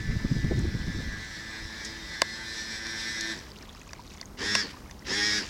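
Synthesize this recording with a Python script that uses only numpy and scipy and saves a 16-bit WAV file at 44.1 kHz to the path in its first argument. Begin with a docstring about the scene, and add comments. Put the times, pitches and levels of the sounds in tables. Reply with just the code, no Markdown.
"""Wind buffets the microphone at first, as a toy electric boat runs in across a lake towards the shore.
Its motor whines and rattles through the plastic hull, growing louder, and the bow wave bubbles.
At 2.2 s comes the first of a few close clicks of hard plastic. At 3.3 s the throttle is let go:
the propeller churns, the boat coasts and single drops stand out. Near 4.4 s and 5 s it gets
two short bursts of throttle, and its gears rasp under the load."""
import sys
import numpy as np
from scipy import signal
from scipy.fft import rfft, irfft, next_fast_len
from scipy.io import wavfile
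from scipy.ndimage import uniform_filter1d

SR = 44100
rng = np.random.default_rng(int(sys.argv[2]) if len(sys.argv) > 2 else 0)


def transcribe(u):
    """Save the signal u as a 16-bit wav file named by the first command-line argument.

    u: samples, shape (n,) or (channels, n), limited to [-1, 1]; the rate is SR.
    q: integer samples, one column per channel.
    """
    v = np.clip(np.atleast_2d(u).T, -1, 1)
    q = np.round(v * 32767).astype(np.int16)
    wavfile.write(sys.argv[1], SR, q)


N = 242373
T = np.arange(N) / SR
TOP_HZ = 15900
RUN_OFF_S = 3.325  # the throttle is let go, ending the run in

# How fast the shaft turns on the run in. Each row: time in seconds, turns per second.
SPEED = [(0.0, 108.6), (0.17, 110), (1.08, 108.7), (1.27, 110.0), (1.37, 108.4), (1.41, 110.6),
         (1.83, 109.1), (1.85, 108.1), (2.09, 110), (2.32, 109.8), (2.38, 111), (3.3, 111.6)]
# The motor grows as the boat nears and swells as the hull pitches.
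# Each row: time in seconds, motor gain in dB, extra treble gain in dB.
APPROACH = [(0.02, -46, -3), (0.12, -42.5, -7.5), (0.17, -48.5, -1), (0.2, -42, -5.5), (0.24, -44.5, -5),
            (0.4, -46.5, 0.5), (0.46, -45.5, -6.5), (0.49, -44, -5.5), (0.64, -46, -1.5), (0.67, -43, -7.5),
            (0.81, -47, -1.5), (1.04, -45, -0.5), (1.06, -43.5, -6.5), (1.22, -40.5, -6),
            (1.28, -44.5, -2.0), (1.37, -42, -2), (1.47, -43, -5.5), (1.56, -40, -5.5), (1.69, -44, -1.5),
            (1.72, -41, -4.5), (1.87, -42, -0.5), (1.97, -42.5, -4), (2.08, -45.0, 0.5), (2.15, -39.5, -4),
            (2.19, -42.5, -3.5), (2.34, -42.5, 0.5), (2.4, -40.5, -3.5), (2.49, -41.5, 1), (2.59, -40.5, 3),
            (2.68, -41.5, -1), (2.73, -38, -0.5), (2.8, -41.5, -1.0), (2.87, -36.5, -6), (2.91, -41, 2),
            (2.94, -37, -5), (3.01, -39.5, 3.5), (3.06, -36.5, -2), (3.09, -39, 2), (3.23, -37, -2),
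            (3.3, -35.5, -2.0)]
# Bursts of throttle by the shore. Each row: start and end in seconds, turns per second
# the shaft first aims for, motor gain in dB, extra treble gain in dB.
BURSTS = [(4.369, 4.605, 102.6, -36, 0.5), (5.047, 5.387, 101.5, -36, 2.5)]
# How well the hull gives off each pitch. Each row: frequency in Hz, then gains in dB
# for the far whine, far rattle, close whine and close rattle.
HULL = [(110, -31, -50, -14, -49), (299, -8.5, -50, -9.5, -67), (670, -30, -52, -31.5, -58),
        (1337, -25, -48, -23.5, -40.5), (1795, -11, -34.5, -14.5, -36), (2113, -14.5, -40.5, -20.5, -39),
        (2830, -33, -53.5, -31, -40), (3300, -18, -42.5, -20, -44.5), (3940, -19, -39, -22.5, -42),
        (4430, -20.5, -41, -21.5, -45), (4700, -21.5, -41, -22.5, -40), (5770, -16.5, -39, -19, -43),
        (6360, -25, -51, -21.5, -52), (7910, -37.5, -48, -31.5, -56), (8500, -34, -65.5, -36, -68),
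        (11050, -41.5, -60, -42.5, -70), (15500, -64, -84, -68, -87)]


def undb(db):
    """Turn decibels into a number to multiply by."""
    return 10 ** (np.asarray(db) / 20)


def unit(x):
    """Scale a sound to an average power of 1."""
    return x / np.sqrt(np.mean(x ** 2))


def curve(rows, column=1):
    """Join one column of a table with straight lines over time."""
    rows = np.array(rows, float)
    return np.interp(T, rows[:, 0], rows[:, column])


def spectrum(hz, rows, column=1):
    """Look up the gain at these frequencies in a table of Hz and dB."""
    rows = np.array(rows, float)
    return undb(np.interp(np.log(hz + 1e-9), np.log(rows[:, 0]), rows[:, column]))


def colour(x, rows, column=1):
    """Shape a sound's lows and highs with a table of Hz and dB."""
    size = next_fast_len(N)
    gain = spectrum(np.fft.rfftfreq(size, 1 / SR), rows, column)
    return irfft(rfft(x, size) * gain, size)[:N]


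def band(x, lo_hz, hi_hz, order=2):
    """Keep the part of a sound between two frequencies."""
    return signal.sosfilt(signal.butter(order, [lo_hz, hi_hz], "band", fs=SR, output="sos"), x)


def walk(per_s):
    """Wander at random, by about 1 either side of zero."""
    points = rng.standard_normal(4096)
    return np.sqrt(3 / 2) * np.interp(T * per_s, np.arange(len(points)), points)


def bump(x, centre, width):
    """A bell shape of height 1."""
    return np.exp(-.5 * ((x - centre) / width) ** 2)


def fade(t, fade_s):
    """Die away by 60 dB every fade_s seconds."""
    return np.exp(-np.log(1000) * t / fade_s)


def add(out, start_s, x, peak_db):
    """Mix in a short sound."""
    i = int(np.clip(start_s * SR, 0, N - 1))
    out[i:i + len(x)] += (undb(peak_db) * x / np.abs(x).max())[:N - i]


def shore(level_db=-47.5):
    """Distant rumble and the even hiss of ripples over open water."""
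    # The tone of the open shore. Each row: frequency in Hz, relative level in dB.
    shore_tone = [(15, -41), (30, -3), (60, 4.5), (100, -4), (240, -5), (400, -11.5), (700, -16.5),
                  (970, -16), (2170, -28.5), (3500, -37), (5100, -28), (7000, -32.5), (9000, -35.5),
                  (15500, -37.5)]
    breeze = undb(.6 * walk(5))
    return undb(level_db) * breeze * unit(colour(rng.standard_normal(N), shore_tone))


def wind(die_db_per_s=16, gust_trim_db=-1.5, buffet_trim_db=-2, sputter_db=4.0):
    """Swirls of air rumble, sputter and thump at the microphone, then die away."""
    # The strength of the breeze. Each row: time in seconds, level in dB before the trim.
    gusts = [(0, -34.5), (.22, -25.5), (.29, -33.5), (.38, -26), (.56, -24), (.84, -30.5), (1.08, -32.5),
             (1.26, -47)]
    # The tone of the rumble. Each row: frequency in Hz, relative level in dB.
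    wind_tone = [(15, -6), (32, -3), (70, 0), (130, -3), (200, -6.5), (320, -15.5), (500, -28), (900, -45),
                 (3000, -86)]
    # Sharp thumps of air. Each row: time in seconds, level in dB before the trim,
    # upper edge in Hz, half length in seconds.
    buffets = [(0.097, -14.5, 104, 0.0066), (0.25, -17, 270, 0.0021), (0.321, -18.5, 232, 0.004),
               (0.521, -17.5, 365, 0.0084), (0.651, -30.5, 390, 0.0096), (1.005, -34, 490, 0.003),
               (1.643, -37.5, 98.9, 0.023)]
    level_db = curve(gusts) - die_db_per_s * np.maximum(T - gusts[-1][0], 0)
    sputter = rng.standard_normal(N) * undb(sputter_db * walk(60.32))
    swirls = unit(colour(sputter, wind_tone))
    swirls /= np.sqrt(uniform_filter1d(swirls ** 2, size=4000) + 0.037)  # even out slow swells
    out = undb(level_db + gust_trim_db) * swirls
    for s, db, hz, half_s in buffets:
        thump = unit(band(rng.standard_normal(N), hz / 4, hz, order=3))
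        out += undb(db + buffet_trim_db) * bump(T, s, half_s) * thump
    return out


def bubble(hz, cycles, glide=0.059):
    """A small air pocket rings briefly and rises in pitch."""
    age = np.arange(int(cycles / hz * SR) + 2) / SR * hz / cycles  # runs from 0 to 1
    ring = np.sin(2 * np.pi * cycles * age * (1 + glide * age / 2))
    return ring * np.exp(-np.log(100) * age) * (1 - np.exp(-age * 25))


def bow_wave(close_spread_db=4, far_spread_db=3, fizz_db=-6):
    """The bow stirs up many tiny bubbles, a fine fizz and a few clear drops."""
    # Water stirred by the hull. Each row: time in seconds, level of the bubbles in dB.
    wash = [(0, -52), (3.0, -53.5), (3.4, -55), (3.58, -55.5), (4.0, -57.5), (4.17, -53), (4.31, -64.5),
            (5.0, -62), (5.5, -46.5)]
    # The clearest drops. Each row: start in seconds, peak level in dB, pitch in Hz.
    clear_drops = [(3.391, -33, 5410), (3.5175, -35, 4720), (3.6253, -38, 5140), (3.674, -53, 898),
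                   (3.6933, -35, 3520), (3.749, -39, 5000), (3.815, -41.5, 2560), (3.87, -46, 1100),
                   (3.8927, -40, 2500), (3.9522, -44, 2290), (3.9932, -37, 950), (4.117, -43.5, 2470),
                   (4.174, -45.5, 2120), (4.1966, -44, 2060), (4.228, -36.5, 1970), (4.2566, -34, 6450),
                   (4.741, -41, 1000), (4.77, -44, 1150), (4.86, -47, 2190), (4.896, -43, 1770),
                   (4.9937, -40.5, 5370), (5.023, -42, 1940)]
    bubbles, drops = np.zeros(N), np.zeros(N)
    for when, pitch, size, length in rng.random(size=(4000, 4)):
        s, hz = when * N / SR, 1000 + 6000 * pitch ** 1.3
        spread_db = close_spread_db if s > RUN_OFF_S else far_spread_db  # far bubbles blur together
        size_db = -spread_db * np.log(size + 1 / 50)
        add(bubbles, s, bubble(hz, cycles=12 * (.5 + length)), size_db + 6 * np.log10(hz / 1000))
    for s, db, hz in clear_drops:
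        add(drops, s, bubble(hz, cycles=24), db)
    spatter = undb(2.5 * walk(40))
    fizz = unit(band(rng.standard_normal(N), 1900, 5400) * spatter)
    return undb(curve(wash)) * (unit(bubbles) + undb(fizz_db) * fizz) + drops


def spray():
    """Spray makes thin ticks, each a short burst of hiss."""
    # Each row: start in seconds, peak level in dB, rough pitch in Hz, fade time in seconds.
    ticks = [(0.591, -33.5, 7540, 0.014), (1.848, -28.5, 6800, 0.067), (2.8682, -24.5, 5624, 0.012),
             (3.209, -20.5, 6450, 0.016)]
    out, t = np.zeros(N), T[:2048]
    for s, db, hz, fade_s in ticks:
        hiss = rng.standard_normal(len(t)) * fade(t, fade_s)
        add(out, s, band(hiss, hz * 0.64, hz * 1.055), db)
    return out


def plastic_clicks(scrape=0.32, low_hz=600):
    """A snap with a very short scrape sets hard plastic ringing."""
    # Clicks close by. Each row: start in seconds, peak level in dB, scrape length in seconds,
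    # extra gain in dB for the notes below low_hz.
    clicks = [(2.2186, -4.5, 0.00074, 4), (3.9324, -26.5, 0.00044, -2), (4.2131, -23.5, 0.00025, -1),
              (4.5517, -6.5, 0.0021, -1), (4.9106, -32.5, 0.0022, -4)]
    # The notes the plastic rings with. Each row: pitch in Hz, relative level in dB, fade time in seconds.
    notes = [(366, -17.5, 0.019), (536, -14.5, 0.026), (685, -8.5, 0.021), (940, -11, 0.027),
             (1070, -9, 0.028), (1643, -3.5, 0.013), (2103, -6, 0.015), (2434, -4.5, 0.0065),
             (2916, -4.5, 0.006), (3570, -15, 0.041), (4630, 4.5, 0.0078), (5790, -3.5, 0.012),
             (6000, -2.5, 0.0083), (7020, -9.5, 0.0084), (8020, -12.5, 0.0068), (9980, -22, 0.012)]
    out, t = np.zeros(N), T[:2048]
    for s, db, scrape_s, low_db in clicks:
        ring = 0
        for k, (hz, note_db, fade_s) in enumerate(notes):
            gain = (-1) ** k * undb(note_db + low_db * (hz < low_hz))
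            ring += gain * np.sin(2 * np.pi * hz * t) * fade(t, fade_s)
        push = band(scrape * rng.standard_normal(len(t)) * np.exp(-t / scrape_s), 1450, TOP_HZ)
        push[0] += 2  # the snap
        add(out, s, signal.fftconvolve(push, ring)[:len(t)], db)
    return out


def gear_ticks(delay_s=0.3, peak_db=-35, rise_db_per_s=200):
    """The gears tick once for each burst: a short hiss that swells and stops dead."""
    out, t = np.zeros(N), T[:2048]
    for start_s, *_ in BURSTS:
        hiss = rng.standard_normal(len(t)) * undb(rise_db_per_s * t)
        add(out, start_s + delay_s, band(hiss, 1500, 5000), peak_db)
    return out


def propeller_churn(froth_db=-9, far_db=-6):
    """The propeller slips, shaking the hull and frothing, after the run in and as bursts start and end."""
    def slip(s, db, half_s):
        return undb(db) * bump(T, s, half_s)

    def let_go(s, db):
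        return slip(s + 0.045, db - 6, half_s=0.021)

    strength = let_go(RUN_OFF_S, APPROACH[-1][1] + far_db)
    for start_s, end_s, _, db, _ in BURSTS:
        strength += slip(start_s + 0.062, db - 2.2, half_s=0.025) + let_go(end_s, db)
    shake = unit(band(rng.standard_normal(N), 170, 420))
    froth = unit(band(rng.standard_normal(N), 870, 1080))
    return strength * (shake + undb(froth_db) * froth)


def gear_rasp(hz, phase, width_hz=270, grit_db=-8, knock=0.37, stray=0.37, flutter_db=2):
    """Gear teeth grate unevenly: a cluster of unsteady tones, and grit that pulses once a turn."""
    # The rasp bends up and down with the effort. Each row: time in seconds, centre in Hz, level in dB.
    effort = [(4.36, 4810, -85), (4.402, 4876, -50), (4.456, 5090, -48), (4.535, 5300, -44),
              (4.575, 5200, -37), (4.605, 4910, -34), (4.64, 4540, -40.5), (4.69, 4500, -57),
              (4.8, 4700, -82), (5.04, 5090, -77), (5.078, 5200, -36), (5.136, 5256, -38.5),
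              (5.19, 5300, -37), (5.245, 5220, -30), (5.31, 5180, -32.5), (5.365, 5000, -36.5),
              (5.412, 4950, -39.5), (5.48, 4817, -56)]
    centre_hz = curve(effort)
    cluster = 0
    for k in range(42, 60):
        lag = 2 * np.pi * rng.random() + stray * walk(70)
        gain = bump(k * hz, centre_hz, width_hz) * undb(flutter_db * walk(30))
        cluster += gain * np.cos(k * phase + lag)
    cluster *= np.sqrt(2 * SPEED[0][1] / (np.sqrt(np.pi) * width_hz))  # power near 1 at full speed
    low_pass = signal.butter(3, 1.5 * width_hz, fs=SR, output="sos")
    grain = signal.sosfilt(low_pass, rng.standard_normal((2, N)))
    centre_phase = 2 * np.pi * np.cumsum(centre_hz) / SR
    hiss = grain[0] * np.cos(centre_phase) + grain[1] * np.sin(centre_phase)  # moved up to the centre
    grit = unit(hiss * (1 + knock * np.cos(phase)))
    return undb(curve(effort, column=2)) * (cluster + undb(grit_db) * grit)


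def throttle(spin_up_s=.026, coast_s=.27, unload_s=0.0365, attack_s=0.031,
             climb_hz_per_s=11.5, unloaded_db=-4, fade_db_per_s=106):
    """Held, the throttle spins the shaft up fast; let go, the load drops and the shaft runs down."""
    full_hz, level_db, treble_db = curve(SPEED), curve(APPROACH), curve(APPROACH, column=2)
    since_on, since_off = T + 1, np.maximum(T - RUN_OFF_S, 0)  # already running at the start
    for start_s, end_s, hz, db, bright_db in BURSTS:
        now = T > start_s
        since_on[now] = T[now] - start_s
        since_off[now] = np.maximum(T[now] - end_s, 0)
        # As the boat picks up speed the propeller turns more easily.
        full_hz[now] = hz + climb_hz_per_s * (since_on - since_off)[now]
        level_db[now], treble_db[now] = db, bright_db
    spin = 1 - np.exp(-since_on / spin_up_s)
    shaft_hz = full_hz * spin * np.exp(-since_off / coast_s)
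    grip = np.exp(-since_off / unload_s)
    load = spin ** 4 * grip
    release_db = unloaded_db * (1 - grip) - fade_db_per_s * since_off
    gain = (1 - np.exp(-since_on / attack_s)) * undb(level_db + release_db)
    return shaft_hz, load, gain, treble_db


def motor_whine(hz, phase, close, load, sway_db=2.7, flutter_db=3.0, scatter=2.65,
                rocking_per_s=6.5, ripples_per_s=22):
    """Tones at multiples of the shaft speed sway as the boat rocks and flutter as ripples slap it."""
    # Tones that stand out or cancel under load. Each row: multiple, far gain in dB, close gain in dB.
    accent_rows = [(2, 2, 0), (4, -3, 4.5), (8, 5.5, 8.5), (14, 4, 1), (15, 4.5, 5), (16, 5.5, 8),
                   (17, -3, -1.5), (18, 7, 8.5), (19, 1.5, 6.5), (21, 5.5, 11), (22, 2.5, 10.5),
                   (32, -0.5, 3.5), (34, 1.5, 1.5), (36, 1.5, 0), (38, 1.5, -4), (42, -2, -15), (43, 0, -8),
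                   (46, 5, 0), (48, -7, -1), (49, 1, -2), (50, 2.5, -5), (52, -4, 2.5), (54, -10, -3),
                   (69, 13, 2), (71, 14, 4)]
    # The hull's two strongest resonances wander as it rocks. Each row: centre in Hz, width in Hz,
    # far gain in dB, close gain in dB, wander in Hz.
    resonances = [(1680, 150, 4, 6, 69), (5270, 200, -0.5, 5, 38)]
    accents = {round(k): (far_db, close_db) for k, far_db, close_db in accent_rows}
    step = 64  # samples between loudness updates
    t, hz, close, load = T[::step], hz[::step], close[::step], load[::step]
    peaks = []
    for centre_hz, width_hz, far_db, close_db, wander_hz in resonances:
        peak_hz = centre_hz + wander_hz * walk(rocking_per_s)[::step]
        peaks.append((peak_hz, width_hz, (1 - close) * far_db + close * close_db))
    angle = np.resize(phase % (2 * np.pi), (len(t), step)).astype(np.float32)
    out = np.zeros_like(angle)

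    def drift(per_s):
        return np.interp(t * per_s, np.arange(512), rng.standard_normal(512))

    for k in range(1, 135):
        far_db, close_db = accents.get(k, (0, 0))
        if k % 2 == 0 and 32 <= k <= 54:  # the motor pulls twice a turn, lifting even treble tones
            far_db, close_db = far_db + 6, close_db + 7
        tone_hz = k * hz
        far_gain = spectrum(tone_hz, HULL, column=1) * undb(load * far_db)
        close_gain = spectrum(tone_hz, HULL, column=3) * undb(load * close_db)
        gain = (1 - close) * far_gain + close * close_gain
        gain *= undb(sum(db * bump(tone_hz, peak_hz, width_hz) for peak_hz, width_hz, db in peaks))
        gain *= undb(sway_db * drift(rocking_per_s) + flutter_db * drift(ripples_per_s))
        gain *= 1 + .3 * drift(60)  # a fast flicker
        # Low tones arrive more nearly together; high ones scatter over the turn.
        lag = scatter * np.clip(k / 24, 1, 2) * drift(3)
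        out += np.float32(gain)[:, None] * np.cos(k * angle + np.float32(lag)[:, None])
    return np.sqrt(2) * out.ravel()[:N]


def motor(wobble=0.00153, close_wobble=0.0015, loose_wobble=0.02955, knock=0.36, loose_whine=.18,
          loose_rattle_db=6, whine_trim_db=-2, treble_hz=2750, treble_trim_db=-0.7):
    """Whine, gear rasp and a rattle once a turn; a loose shaft smears the whine and favours the rattle."""
    # The whine carries best as the bow turns to the shore. Each row: time in seconds, lift in dB.
    bow_turn = [(2.4, 0), (2.9, 1.5), (3.35, 1.5), (3.6, 5)]
    hz, load, gain, treble_db = throttle()
    loose = 1 - load
    close = np.clip(T - 3.4, 0, 1)  # 0 far out, 1 by the shore
    # By the shore the slow hull loads the propeller unevenly, which roughens the whine.
    hz *= 1 + (wobble + close_wobble * close + loose_wobble * loose) * walk(90)
    phase = 2 * np.pi * np.cumsum(hz) / SR
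    grit = unit(rng.standard_normal(N) * (1 + knock * np.cos(phase))) * np.sqrt(SR / 2)
    rattle = (1 - close) * colour(grit, HULL, column=2) + close * colour(grit, HULL, column=4)
    whine_gain = undb(curve(bow_turn) + whine_trim_db) * (load + loose_whine * loose)
    sound = whine_gain * motor_whine(hz, phase, close, load) + undb(loose_rattle_db * loose) * rattle
    low = signal.sosfiltfilt(signal.butter(4, treble_hz, fs=SR, output="sos"), sound)
    treble = undb(treble_db + treble_trim_db) * (sound - low)
    return gain * (low + treble) + gear_rasp(hz, phase)


def scene():
    """Boat, water, clicks and wind in the open air, on one channel."""
    boat = motor() + propeller_churn() + bow_wave()
    ticks = plastic_clicks() + spray() + gear_ticks()
    return (boat + ticks + wind() + shore())[None]


def record(dry):
    """Cut away the treble above TOP_HZ."""
    return signal.sosfilt(signal.ellip(10, .1, 80, TOP_HZ, fs=SR, output="sos"), dry)


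dry = scene()
out = record(dry)
transcribe(out)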